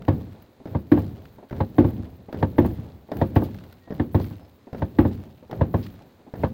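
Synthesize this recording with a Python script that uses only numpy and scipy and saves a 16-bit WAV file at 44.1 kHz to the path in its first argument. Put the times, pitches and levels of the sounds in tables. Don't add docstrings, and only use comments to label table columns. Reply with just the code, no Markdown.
import sys
import numpy as np
from scipy import signal
from scipy.fft import rfft, irfft, next_fast_len
from scipy.io import wavfile
from scipy.ndimage import map_coordinates

SR = 44100
rng = np.random.default_rng(int(sys.argv[2]) if len(sys.argv) > 2 else 0)


def store_pcm(level_fs):
    pcm = np.round(np.clip(level_fs, -1, 1) * 32767).astype(np.int16)
    wavfile.write(sys.argv[1], SR, np.atleast_2d(pcm).T)


N = 287973

# t/s, thump/dB, boom/dB, knock/dB, crack/dB, sway/dB,
# rustle/dB
PUSHES = [(0.7473, 0, -4.5, -5.2, -59.5, -5, -2), (1.6024, 0.4, -3, 0, -35, -1, 0),
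          (2.425, 3, 1, 1.5, -27.5, 1.5, 2), (3.213, 3.5, 3, 2, -29, 1.5, 3.5),
          (3.9953, -1, 5, -5.5, -31, -6.5, -1), (4.8187, -2, -2.5, -4, -35, -3.5, -1),
          (5.6092, 4.5, 1.5, 0.5, -41, -1, -2), (6.4336, -1, -1.5, 2, -37.5, -1.5, 0.5)]
RETURNS = [(0.0794, -1.2, 0.8, 0.5, -28, -4, -4.5), (0.915, -4, 10, -2.3, -26, 1.5, -0.5),
           (1.781, 0.5, 9, 1.5, -29, 7, -0.5), (2.581, -2, 7.5, 1.5, -25, 5.5, 0.5),
           (3.359, 1.5, 1, 1.5, -26.5, 3, 1), (4.144, 1.5, -3.5, -1, -33, -5.5, 0.5),
           (4.9849, -0.9, 8.5, 1, -27, 2.5, 0), (5.739, -2.3, -6, -1.5, -39, -5.5, -1)]
# t/s, thump/dB, boom/dB, knock/dB, crack/dB
BOUNCES = [(.120, -6.5, -20, -32, -51), (.135, -7, -24, -33, -57), (.972, -7, 1, -2, -43),
           (1.842, 2.5, -1, -5.5, -56), (1.99, -9, -17, -32, -57), (2.644, -3, 0, -4, -39),
           (2.782, -10, -20.5, -23, -58), (3.418, -23, -3.5, -6.5, -54), (4.197, -10, -20, -11, -49.5),
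           (4.305, -14, -20.5, -22, -53), (5.048, -3.5, 1.5, -2, -36), (5.788, -8, -35, -32, -52.5)]
# t/s, sway/dB
OPENING_PUSH = (-0.087, 1)
# t/s, length/s, f/Hz, level/dB
BIRDS = [(3.79, 0.18, 1880, -61), (4.36, 0.14, 5170, -72), (4.59, .06, 5180, -79), (4.68, .07, 5130, -80)]
# t/s, level/dB, fizz/dB
CREASES = [(0.02, -42, -65), (0.05, -45, -63), (0.4228, -52.5, -54), (1.2541, -44.5, -81.5),
           (1.497, -45.5, -67.5), (1.9027, -52, -50.5), (2.6604, -40, -42), (3.1682, -40, -46.5),
           (3.3553, -38.5, -44), (3.5447, -43, -65), (3.5862, -41, -72), (3.6375, -42.5, -62),
           (3.7252, -43, -56), (4.2425, -38.5, -57), (5.8649, -37.5, -57.5)]
# t/s, level/dB
SCUFFS = [(0.601, -35), (1.383, -33.5), (1.427, -31.5), (2.285, -28.5), (3.087, -31), (3.875, -31.5),
          (4.67, -33), (5.425, -36), (5.495, -32), (6.005, -35.5), (6.197, -43.5), (6.266, -33.5)]
# t/s, level/dB, snap/dB, follow-through/dB relative to the level
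SLAPS = [(0.654, -30, -59.5, -3.5), (1.508, -28.5, -58, 1), (2.325, -26.5, -47.5, -0.5),
         (3.115, -19.5, -47.5, -17), (3.904, -26.5, -61, -3.5), (4.728, -28.5, -54.5, 0),
         (5.51, -26, -46.5, 0), (6.336, -28, -57, -6)]
# t/s, level/dB
SCRAPES = [(3.433, -39.5), (4.205, -41.5), (5.825, -37)]

# f/Hz, t60/s, level on a push/dB, level on a return/dB
MOUNT_MODES = [(72.8, 0.15, -15, -18), (98, 0.13, -12.5, -7), (147.8, 0.078, -10, -10),
               (187, 0.22, -25.5, -27.5), (202, 0.12, -20, -20), (237.4, 0.2, -20, -18),
               (295.5, 0.14, -18, -14.5), (341.5, 0.19, -25.5, -18.5), (360.3, 0.14, -27, -25.5),
               (449.6, 0.03, -9, -10), (524.2, 0.17, -24, -24), (565.5, 0.044, -12.5, -15.5),
               (687, 0.08, -26, -26.5), (795, 0.037, -19, -21.5), (856, 0.084, -22.5, -24),
               (925.3, 0.059, -20.5, -23.5), (1046, 0.058, -53, -32.5), (1130, 0.085, -34.5, -29),
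               (1524, 0.042, -37, -57.5), (1582, 0.037, -32.5, -34.5), (1820, 0.022, -32, -43),
               (2080, 0.046, -35, -41)]
# f/Hz, t60/s
SHUDDER_T60 = [(80, 0.76), (300, 0.5), (600, 0.22), (1500, 0.23), (5000, 0.18)]

# f/Hz, level/dB
GARDEN_EQ = [(15, -37), (35, -19), (80, -2.5), (160, -9), (240, 0), (550, -7.5), (1250, -17.5),
             (2000, -21.5), (3100, -27.5), (4000, -23.5), (5600, -36), (6400, -32.5), (9000, -39.5),
             (15800, -37.5)]
RUMBLE_EQ = [(20, -41), (45, -12.5), (85, 4), (130, -1), (200, -3), (310, -11), (420, -11), (800, -20),
             (1300, -39), (2000, -40), (4000, -69.5)]
COVER_EQ = [(400, -5), (1000, 6), (1800, 2), (2600, 2), (4200, 0.5), (5500, -7.5), (8000, -14),
            (12000, -18)]
FILLING_EQ = [(4000, -34.5), (8000, -27.5), (11000, -20), (13000, -13), (14300, -6), (15800, -4.5)]
CREASE_EQ = [(600, -3), (1500, 14), (3000, 6), (4800, 1), (6500, -11.5), (9000, -13), (15000, -22)]
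CRACK_EQ = [(600, -29.5), (1100, -11.5), (1350, 1.5), (1620, 13), (1820, 13.5), (2050, 6.5), (2600, -4),
            (3800, -4.5), (5000, -24.5), (7000, -36.5), (11000, -36), (15000, -20)]
CHATTER_EQ = [(200, -22.5), (400, -7.5), (650, 4), (900, -1.5), (1150, -5.5), (1350, -15.5), (1650, -9),
              (2050, -28), (2600, -25.5), (4000, -29.5), (6000, -52)]
SHUDDER_EQ = [(20, -42.5), (50, -11.5), (88, 3.5), (140, -4.5), (200, 0.5), (300, -3), (400, -6),
              (800, -15.5), (1300, -26.5), (2000, -31.5), (4000, -43), (8000, -68.5)]
SNAP_EQ = [(800, -20), (1600, -2), (3000, 7), (4800, 3), (6500, -7.5), (9000, -17), (15000, -4)]
SCUFF_EQ = [(60, -3), (250, 10.5), (500, 6.5), (850, 1.5), (1300, -19), (2000, -19), (3500, -34),
            (8000, -57)]
SLAP_EQ = [(40, -19.5), (90, 0.5), (300, 2.5), (750, -8.5), (1200, -20.5), (1800, -22), (2600, -37),
           (5000, -41.5), (9000, -67)]
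SCRAPE_EQ = [(1000, -13), (1700, -5.5), (3200, 2.5), (5000, 0.5), (6200, -14), (10000, -24), (15000, -18.5)]
TICK_EQ = [(1000, -14.5), (4000, 14), (6500, -7), (9000, -18), (15000, -30)]


def amp(db):
    return 10 ** (np.asarray(db) / 20)


def along(points, hz):
    f, values = np.transpose(points)
    return np.interp(np.log(hz + 1), np.log(f + 1), values)


def colour(x, eq):
    gain = amp(along(eq, np.fft.rfftfreq(len(x), 1 / SR)))
    shaped = irfft(rfft(x) * gain, len(x))
    return shaped / np.sqrt(np.mean(shaped ** 2) + 1e-20)


def noise(eq, size):
    return colour(rng.standard_normal(size), eq)


def wobble(rate, size=N):
    knots = rng.standard_normal(int(size * rate / SR) + 4)
    return map_coordinates(knots, [np.arange(size) * rate / SR])


def add(track, s, sound):
    start = max(round(s * SR), 0)
    track[start:start + len(sound)] += sound[:max(N - start, 0)]


def burst(eq, rise, t60):
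    t = np.arange(SR // 2) / SR
    return noise(eq, len(t)) * (1 - np.exp(-t / rise)) * amp(-60 * t / t60)


def swell(cues, delay, rise, fall):
    t = np.arange(N) / SR
    power = np.zeros(N)
    for s, db in cues:
        since = t - s - delay
        drop_db = np.maximum(-rise * since, fall * since).clip(0, 150)
        power += amp(db - drop_db) ** 2
    return np.sqrt(power)


def grains(eq, spread_db):
    return colour(rng.standard_normal(N) * amp(spread_db * wobble(700)), eq)


def garden():
    return amp(-57 + wobble(5.9)) * noise(GARDEN_EQ, N)


def sway():
    pushed = [(s, db) for s, *_, db, _ in PUSHES] + [OPENING_PUSH]
    returned = [(s, db) for s, *_, db, _ in RETURNS]
    recoil = amp(-39) * swell(pushed, delay=0.1, rise=327.5, fall=137)
    dying = amp(-35.5) * swell(returned, delay=0.027, rise=298, fall=56.5)
    return np.hypot(recoil, dying) * amp(3.2 * wobble(30)) * noise(RUMBLE_EQ, N)


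def rustle():
    pushed = [(s, db) for s, *_, db in PUSHES]
    returned = [(s, db) for s, *_, db in RETURNS]
    rub = [amp(-58) * swell(pushed, delay=-0.034, rise=201, fall=69),
           amp(-56) * swell(returned, delay=0.054, rise=150.5, fall=39.5)]
    trickle = [amp(-56.5) * swell(pushed, delay=-0.048, rise=259.5, fall=93),
               amp(-56.5) * swell(pushed, delay=0.055, rise=244, fall=230),
               amp(-47) * swell(returned, delay=0.011, rise=419, fall=374.5),
               amp(-49.5) * swell(returned, delay=0.075, rise=299.5, fall=116),
               amp(-65.5) * swell(returned, delay=0.38, rise=31, fall=51)]
    cover = np.linalg.norm(rub, axis=0) * amp(1.3 * wobble(40)) * grains(COVER_EQ, spread_db=5)
    filling = np.linalg.norm(trickle, axis=0) * amp(2.8 * wobble(40)) * grains(FILLING_EQ, spread_db=3.5)
    return cover + filling


def creases():
    out = np.zeros(N)
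    weak = [(s + delay, rng.normal(-56, 2), rng.normal(-69, 2))
            for s, *_ in RETURNS for delay in rng.uniform(0.12, 0.29, size=3)]
    for s, db, fizz_db in list(CREASES) + weak:
        add(out, s, amp(db + 1) * burst(CREASE_EQ, rise=0.00095, t60=0.02))
        add(out, s, amp(fizz_db + 9.5) * burst(FILLING_EQ, rise=0.0004, t60=0.034))
    return out


def ticking():
    out = np.zeros(N)
    for s in np.arange(0.054, N / SR, 0.10238):
        add(out, s, amp(-52) * burst(TICK_EQ, rise=0.00033, t60=0.0048))
    return out


def ring(mode_db, thump_db, boom_db, knock_db):
    travel_s, rise_cycles, detune = 0.00086, 0.68, 0.025
    hz, t60 = np.transpose(MOUNT_MODES)[:2, :, None]
    weight_db = along([(200, thump_db), (245, boom_db), (335, boom_db), (420, knock_db)], hz)
    looseness = np.minimum(hz / 800, 1) ** 2
    pitch_jitter, level_jitter = looseness * rng.standard_normal((2, len(hz), 1))
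    t = np.maximum(np.arange(SR // 2) / SR - travel_s * np.sqrt(1000 / hz), 0)
    cycles = hz * (1 + detune * pitch_jitter) * t
    attack = 1 - np.exp(-(cycles / rise_cycles) ** 2)
    decay = amp(mode_db[:, None] + weight_db + 2 * level_jitter - 60 * t / t60)
    polarity = (-1) ** np.arange(len(hz))[:, None]
    return np.sum(polarity * np.sin(2 * np.pi * cycles) * attack * decay, axis=0)


def chatter(gap, t60):
    t = np.arange(SR // 4) / SR
    contacts = np.cumsum(gap * rng.uniform(0.5, 1.5, size=12))
    since = t[:, None] - np.append(0, contacts)
    envelope = np.sum((since >= 0) * np.exp(-np.abs(since) / 0.0032), axis=1) * amp(-60 * t / t60)
    clatter = np.pad(envelope * rng.standard_normal(len(t)), (64, 0))
    return colour(clatter, CHATTER_EQ) * np.sqrt(np.mean(envelope ** 2))


def shudder(rise):
    hz, t, spectrum = signal.stft(noise(SHUDDER_EQ, SR), SR, nperseg=512)
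    decay = amp(-60 * t / along(SHUDDER_T60, hz)[:, None])
    _, tail = signal.istft(spectrum * decay, SR, nperseg=512)
    lumps = amp(0.42 * wobble(43.2, size=len(tail)))
    attack = 1 - np.exp(-np.arange(len(tail)) / SR / rise)
    return tail * lumps * attack


def thuds(blows, mode_db, ring_db, crack_db, chatter_db, shudder_db):
    out = np.zeros(N)
    for s, thump_db, boom_db, knock_db, edge_db, *_ in blows:
        add(out, s, amp(ring_db) * ring(mode_db, thump_db, boom_db, knock_db))
        add(out, s + 0.001005, amp(crack_db + edge_db) * burst(CRACK_EQ, rise=0.0022, t60=0.047))
        add(out, s + 0.001991, amp(chatter_db + knock_db) * chatter(gap=0.006, t60=0.088))
        add(out, s + 0.004, amp(shudder_db + (thump_db + boom_db) / 2) * shudder(rise=0.0019))
    return out


def mount():
    _, _, push_db, return_db = np.transpose(MOUNT_MODES)
    out = thuds(PUSHES, push_db, ring_db=-3, crack_db=1.4, chatter_db=-21.5, shudder_db=-29)
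    out += thuds(RETURNS, return_db, ring_db=-0.16, crack_db=1, chatter_db=-24, shudder_db=-21)
    rebounds = list(BOUNCES) + settling()
    out += thuds(rebounds, return_db, ring_db=-4.5, crack_db=-3.5, chatter_db=-25, shudder_db=-28.5)
    for s, *_, crack_db, _, _ in RETURNS:
        add(out, s + 0.0038, amp(crack_db - 12) * burst(SNAP_EQ, rise=0.00065, t60=0.021))
    return out


def settling():
    return [(s + rng.normal(delay, 0.006), *np.add(levels, trim_db))
            for s, *levels in RETURNS for delay, trim_db in [(0.12, -24.5), (0.192, -29.5)]]


def hanger():
    out = np.zeros(N)
    for s, db in SCUFFS:
        add(out, s, amp(db - 5.5) * burst(SCUFF_EQ, rise=0.0013, t60=0.13))
    for s, *_ in RETURNS:
        add(out, s + 0.255, amp(-45) * burst(SCUFF_EQ, rise=0.013, t60=0.4))
    return out


def slap(db, snap_db):
    contact = amp(db + 5.5) * burst(SLAP_EQ, rise=0.0011, t60=0.037)
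    padding = amp(db - 8.5) * burst(SLAP_EQ, rise=0.005, t60=0.23)
    snap = amp(snap_db + 4) * burst(SNAP_EQ, rise=0.00057, t60=0.027)
    return contact + padding + snap


def punches():
    follow_s = 0.017
    out = np.zeros(N)
    for s, db, snap_db, follow_db in SLAPS:
        add(out, s + 0.0015, slap(db, snap_db))
        add(out, s + 0.0015 + follow_s, slap(db + follow_db, snap_db=-61.5))
        add(out, s + follow_s, amp(-48.5 + follow_db / 2) * burst(CRACK_EQ, rise=0.001, t60=0.05))
    return out


def grind():
    out = np.zeros(N)
    ramp_db = np.linspace(0, 5.6, round(0.076 * SR))
    fades = signal.windows.tukey(len(ramp_db), 0.2)
    for s, *_, sway_db, _ in PUSHES:
        add(out, s - 0.068, amp(-34.5 + sway_db + ramp_db) * noise(RUMBLE_EQ, len(ramp_db)) * fades)
    return out


def scrapes():
    out = np.zeros(N)
    for s, db in SCRAPES:
        add(out, s, amp(db) * burst(SCRAPE_EQ, rise=0.02, t60=0.1))
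    return out


def birds():
    out = np.zeros(N)
    for s, length, hz, db in BIRDS:
        t = np.arange(round(length * SR)) / SR
        add(out, s, amp(db) * np.hanning(len(t)) * np.sin(2 * np.pi * hz * t))
    return out


def scene():
    rig = sway() + mount() + hanger()
    bag = rustle() + creases() + punches() + grind() + scrapes()
    background = garden() + ticking() + birds()
    return (rig + bag + background)[None]


def record(dry):
    ceiling, top_hz = 0.95, 15900
    rounded = dry / (1 + np.abs(dry / ceiling) ** 8) ** (1 / 8)
    size = next_fast_len(N + SR // 2)
    passband = np.fft.rfftfreq(size, 1 / SR) < top_hz
    return irfft(rfft(rounded, size) * passband, size)[..., :N]


dry = scene()
out = record(dry)
store_pcm(out)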